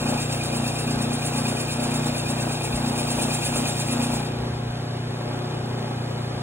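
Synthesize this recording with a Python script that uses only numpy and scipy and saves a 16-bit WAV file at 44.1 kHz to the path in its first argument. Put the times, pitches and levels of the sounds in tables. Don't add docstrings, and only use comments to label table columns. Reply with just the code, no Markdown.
import sys
import numpy as np
from scipy import signal
from scipy.fft import rfft, irfft, next_fast_len
from scipy.io import wavfile
from scipy.ndimage import map_coordinates

SR = 44100
rng = np.random.default_rng(int(sys.argv[2]) if len(sys.argv) > 2 else 0)


def volts_from_decibels(level):
    exponent = np.asarray(level, float) / 20
    return 10 ** exponent


def wrap_up_sound(samples):
    columns = np.atleast_2d(samples).T
    tamed = np.clip(columns, -1, 1)
    steps = np.round(tamed * 32767).astype(np.int16)
    wavfile.write(sys.argv[1], SR, steps)


N = 283122
T = np.arange(N) / SR
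MAINS_HZ, BELT_HZ = 119.96, 8.64


def unit(x):
    return x / np.sqrt(np.mean(x ** 2) + 1e-20)


def noise():
    return rng.standard_normal(N)


def along(points, hz):
    f, v = np.transpose(points)
    return np.interp(np.log(hz + 1), np.log(f + 1), v)


def curve(points):
    s, v = np.transpose(points)
    return np.interp(T, s, v)


def wobble(rate, order=3):
    return map_coordinates(rng.standard_normal(int(N * rate / SR) + 4), [T * rate], order=order)


def filtered(x, response):
    m = next_fast_len(N + SR // 2)
    return irfft(rfft(x, m) * response(np.fft.rfftfreq(m, 1 / SR)), m)[..., :N]


def coloured(x, spectrum):
    return unit(filtered(x, lambda hz: volts_from_decibels(along(spectrum, hz))))


def ringing(x, modes):
    def response(hz):
        total = 0
        for k, (centre, width, db) in enumerate(modes):
            damping = 1j * hz * width
            total = total + (-1) ** k * volts_from_decibels(db) * damping / (centre ** 2 - hz ** 2 + damping)
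        return total
    return unit(filtered(x, response))


def bump(turns, at, sharp):
    return np.exp(sharp * (np.cos(2 * np.pi * (turns - at)) - 1))


def tone(mains, shaft, turns):
    cycles = mains * MAINS_HZ * T + shaft * turns + rng.random()
    phase = 2 * np.pi * cycles + 0.19 * wobble(9, order=1)
    return np.sqrt(2) * volts_from_decibels(1.32 * wobble(12, order=1)) * np.sin(phase)


# mains_multiple, shaft_multiple, loaded_db, free_db
HUM_LINES = [(0, 2, -46, -52), (1, -1, -48, -48), (1, 0, -33.5, -32.5), (1, 1, -33, -36),
             (1, 2, -52.5, -48.5), (1, 3, -44, -46.5), (2, 2, -55, -51), (3, -1, -44, -65.5),
             (3, 0, -52, -46.5), (3, 1, -50.5, -45), (4, -1, -53, -57), (6, -1, -49, -62),
             (6, 0, -45, -45.5), (7, -1, -47, -51), (7, 0, -54.5, -56)]


def hum(turns, free):
    shake_db = 1.2 * (rattle(free) + 37) * free
    total = 0
    for mains, shaft, loaded_db, free_db in HUM_LINES:
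        level_db = loaded_db + (free_db - loaded_db) * free + shake_db * (mains in (3, 4))
        total = total + volts_from_decibels(level_db) * tone(mains, shaft, turns)
    return total


# mains_multiple, shaft_multiple, level_db
BUZZ_LINES = [(2, -1, -8), (2, 0, 0.5), (2, 1, -7.5)]


def platen_buzz(turns, free):
    drift = 0.3 * wobble(14)
    buzz = 0
    for mains, shaft, db in BUZZ_LINES:
        buzz = buzz + volts_from_decibels(db) * np.sin(2 * np.pi * (mains * MAINS_HZ * T + shaft * turns) + drift)
    buzz_db = surges(column=2, rest_db=(-40, -42.5), free=free, rise_s=0.016, fall_s=0.04)
    flutter_db = 1.5 * wobble(16)
    return volts_from_decibels(buzz_db + flutter_db + 3.5) * buzz


def motor(turns, free):
    return hum(turns, free) + platen_buzz(turns, free)


# start_s, length_s, buzz_db, rattle_db
SURGE_ROWS = [(-0.05, .25, -30.5, -28.5), (0.512, 0.19, -30.5, -29), (.86, 0.33, -30.5, -30.5),
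              (1.334, .26, -32, -28.5), (1.768, 0.37, -31.5, -28.5), (2.28, 0.26, -32, -29.5),
              (2.706, 0.34, -32, -29), (3.075, 0.24, -32, -27.5), (3.486, 0.19, -33, -27.5),
              (3.888, 0.28, -29.5, -28.5), (4.28, 0.22, -36, -34.5), (5.2, 0.35, -42, -34.5),
              (5.563, 0.36, -39, -35.5)]


def surges(column, rest_db, free, rise_s, fall_s):
    rest = rest_db[0] + (rest_db[1] - rest_db[0]) * free
    level = rest
    for row in SURGE_ROWS:
        start_s, length_s = row[0], row[1]
        rise = 1 + np.tanh((T - start_s) / rise_s)
        fall = 1 - np.tanh((T - start_s - length_s) / fall_s)
        level = level + rise * fall / 4 * (row[column] - rest)
    return level


def rattle(free):
    return surges(column=3, rest_db=(-35.5, -39), free=free, rise_s=0.072, fall_s=0.072)


def grain():
    return noise() * volts_from_decibels(1.6 * wobble(300, order=1) + 0.56 * wobble(40))


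def worn_spots(turns, db):
    patches = rng.standard_normal(12)
    return volts_from_decibels(db * np.interp(turns, np.arange(12) / 12, patches, period=1))


# start_s, drag_db
EDGE_PRESSURE = [
    (0, -37),
    (.5, -37.5),
    (1.12, -40),
    (1.29, -34.5),
    (1.7, -37.5),
    (2.85, -39),
    (3.05, -34.5),
    (3.4, -32.5),
    (4.16, -37.5),
]
# pitch_hz, width_hz, level_db
HEAD_LOW = [(1575, 35, -6), (2220, 35, -9), (2690, 25, 3), (3260, 40, -11), (3480, 40, -10), (3750, 70, -3),
            (3878, 40, -2), (4135, 35, -6), (4845, 90, -2)]
# pitch_hz, width_hz, level_db
HEAD_HIGH = [(5640, 70, -7), (6185, 45, -6), (6870, 100, -7), (7195, 60, -8), (7431, 45, 0), (8416, 55, -1),
             (9261, 40, 0), (10226, 30, 1), (11040, 70, -11), (12420, 80, -10), (13050, 200, -12)]
# pitch_hz, density_db (per Hz)
LEATHER_HISS = [(800, -40), (1800, -6), (4000, 0), (6000, -5), (9500, -4), (11300, -8), (12600, -5),
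                (14300, -13), (15600, -6)]


def axe():
    lift_s, lift_span_s = 4.144, 0.16
    lift_db = 20 * np.clip((T - lift_s) / lift_span_s, 0, 3) ** 2
    drag_db = curve(EDGE_PRESSURE) - lift_db
    low_db = -43.5 + 0.46 * (drag_db + 37)
    turns = BELT_HZ * T
    thick = volts_from_decibels(9 * bump(turns, 0.85, sharp=0.71) + 0.41 * wobble(9))

    hiss = coloured(grain() * thick * worn_spots(turns, db=-1.0), LEATHER_HISS)
    high = ringing(grain() * thick * worn_spots(turns, db=-2.5), HEAD_HIGH)
    low = ringing(grain() * thick ** 0.97 * worn_spots(turns, db=1.5), HEAD_LOW)

    ping_hz = 2447
    slap = bump(turns, 0.55, sharp=120) * volts_from_decibels(1.2 * wobble(9)) * np.sin(2 * np.pi * ping_hz * T)
    ping = ringing(unit(slap) * 0.13 + grain() * thick ** 0.6, [(ping_hz, 32, 0)])
    bright = volts_from_decibels(0.4) * hiss + volts_from_decibels(-0.8) * high
    body = volts_from_decibels(5.5) * low + volts_from_decibels(2) * ping
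    return volts_from_decibels(drag_db) * bright + volts_from_decibels(low_db) * body


# pitch_hz, density_db (per Hz)
CASING_COLOUR = [(120, -18), (250, -4), (450, -5.5), (750, -4.5), (1100, -9), (2000, -23.5), (3100, -24.5),
                 (4400, -23), (9000, -47.5)]
# pitch_hz, width_hz, level_db
PANEL_MODES = [(290, 90, -3), (385, 70, -1), (560, 90, -4), (700, 60, 1), (840, 70, -1), (1050, 120, -8),
               (1400, 150, -11)]


def knocks(turns, free):
    pulls = np.floor(MAINS_HZ * T + 0.02 * wobble(60))
    at = np.flatnonzero(np.diff(pulls) > 0)
    luck_db = 1.35 * rng.standard_normal(len(at))
    blows = np.zeros(N)
    blows[at] = (0.75 + bump(turns[at], 0.0066, sharp=1.9)) * volts_from_decibels(luck_db)

    life = np.arange(700) / SR
    chatter = volts_from_decibels(-60 * life / 0.03) * (1 - np.exp(-life / 0.0008))
    burst = unit(signal.fftconvolve(blows, chatter)[:N] * noise())
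    blows = unit(blows)
    casing = coloured(blows * 0.45 + burst, CASING_COLOUR)
    panels = ringing(blows * (0.21 + 0.33 * free) + burst, PANEL_MODES)
    return volts_from_decibels(-2.0) * casing + volts_from_decibels(-9.0) * panels


def shaft_tick(turns):
    return ringing(noise() * bump(turns, 0.5, sharp=77) * volts_from_decibels(2.8 * wobble(30)), [(3000, 1400, 0)])


# pitch_hz, width_hz, level_db
IDLER_MODES = [(98.7, 5, 3), (1580, 30, -13), (2466, 25, -11), (3480, 40, -15), (3880, 60, -15),
               (4850, 20, -11), (7430, 40, -23), (10050, 200, -30), (12700, 500, -30)]


def idler(turns):
    return ringing(noise() * (0.6 + bump(turns, 0.0086, sharp=1.6)), IDLER_MODES)


# pitch_hz, density_db (per Hz)
AIR_COLOUR = [(60, -18), (200, -4.5), (500, -1), (850, -10.5), (1200, -8.5), (2000, -15), (3200, -17),
              (4500, -18), (6000, -25), (10000, -30), (13000, -35.5), (15600, -32.5)]


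def fan_air():
    return coloured(noise() * volts_from_decibels(0.48 * wobble(14)), AIR_COLOUR)


# start_s, level_db
FOOTSTEPS = [(.02, -46), (.95, -42), (1.45, -52), (2.75, -40), (3.19, -44), (3.54, -50), (4.17, -52),
             (4.38, -41), (4.54, -41), (4.7, -48), (6.35, -43.5)]


def floor_rumble():
    ground = volts_from_decibels(-61) + sum(volts_from_decibels(db) * np.exp(-abs(T - s) / 0.047) for s, db in FOOTSTEPS)
    rumble = coloured(noise(), [(15, -43), (35, -15), (52, -4), (70, 1), (110, -36), (300, -93)])
    return volts_from_decibels(3.0) * ground * rumble


def frame(turns, free):
    rattle_db = rattle(free) + 0.73 * wobble(8)
    air_db = -35 - 0.46 * free + 0.17 * (rattle_db + 37.0)
    steel = volts_from_decibels(rattle_db - 1.5) * (knocks(turns, free) + volts_from_decibels(-15.0) * shaft_tick(turns))
    return steel + volts_from_decibels(-44.0) * idler(turns) + volts_from_decibels(air_db) * fan_air() + floor_rumble()


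# pitch_hz, likeness (0-1)
PORT_LIKENESS = [(20, 1), (80, 1), (150, 1), (300, 0.79), (450, 0.5), (750, 0.53), (1100, 0.5),
                 (1500, 0.54), (2100, 0.5), (2450, 0.96), (3200, 0.55), (4000, 0.93), (15000, 1)]
# pitch_hz, lead_rad
PORT_LEAD = [(60, 0.1), (130, 0), (300, 0.42), (500, 0.54), (1000, 0.96), (1400, 3.31), (2000, 0),
             (16000, 0.0571)]
# pitch_hz, lean_db
PORT_LEAN = [(150, -0.5), (330, 0.7), (600, 4), (800, 4.5), (1050, 0.5), (2400, 1), (4000, 0.5)]


def ports(x, hum):
    life = np.arange(SR // 3) / SR
    tail = rng.standard_normal(len(life)) * volts_from_decibels(-60 * life / 0.6)
    diffuse = signal.fftconvolve(x, tail / np.linalg.norm(tail))[:N]

    def spread(hz):
        angle = np.arccos(np.clip(along(PORT_LIKENESS, hz), 0, 1)) / 2
        return np.array([np.cos(angle), np.sin(angle)])

    def offset(hz):
        lag_s = 5.15 / 44100
        phase = along(PORT_LEAD, hz) - 2 * np.pi * hz * lag_s
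        half = volts_from_decibels(along(PORT_LEAN, hz) / 2) * np.exp(0.5j * phase)
        return np.array([half, 1 / half])

    mid, side = filtered(np.array([x, diffuse]), spread)
    return filtered(hum + np.array([mid + side, mid - side]), offset)


# start_s, speed_hz
SHAFT_SPEED = [
    (0, 29.44),
    (4.2, 29.44),
    (4.35, 29.89),
    (6.42, 29.89),
]


def scene():
    speed = curve(SHAFT_SPEED)
    turns = 0.26 + np.cumsum(speed) / SR
    free = (speed - speed.min()) / np.ptp(speed)
    return ports(axe() + frame(turns, free), motor(turns, free))


# pitch_hz, under_db
WEAKER_LIMIT = [(3450, -30), (3900, -8), (5300, -7.5), (8000, -7.5), (13000, -4.5)]
# pitch_hz, under_db
FAINT_LIMIT = [(500, -21), (1200, -9), (2500, -7.5), (5000, -11.5), (9000, -9.5), (14000, -9)]


def thinned(dry):
    hz, _, z = signal.stft(np.array([dry[0] + dry[1], dry[0] - dry[1]]) / 2, SR, nperseg=2048)
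    bins = 24
    band = np.arange(len(hz)) // bins
    power = np.add.reduceat(abs(z) ** 2, np.arange(0, len(hz), bins), axis=1) / bins
    size = np.sqrt(power)[:, band]
    luck = volts_from_decibels(1.8 * rng.standard_normal(size.shape)[:, band * bins])
    partner = volts_from_decibels(along(WEAKER_LIMIT, hz))[:, None] * size[::-1]
    floor = volts_from_decibels(-86) * (hz > 14200)[:, None]
    keep = size * luck > np.maximum(partner, floor)
    keep &= abs(z) > volts_from_decibels(along(FAINT_LIMIT, hz))[:, None] * size.max(axis=0)
    keep &= (hz < 15760)[:, None]
    mid, side = signal.istft(z * keep, SR, nperseg=2048)[1][:, :N]
    return np.array([mid + side, mid - side])


def roll_off(x):
    return signal.sosfilt(signal.butter(12, 15940, fs=SR, output="sos"), x)


def record(dry):
    mix = thinned(dry)
    return roll_off(mix)


dry = scene()
out = record(dry)
wrap_up_sound(out)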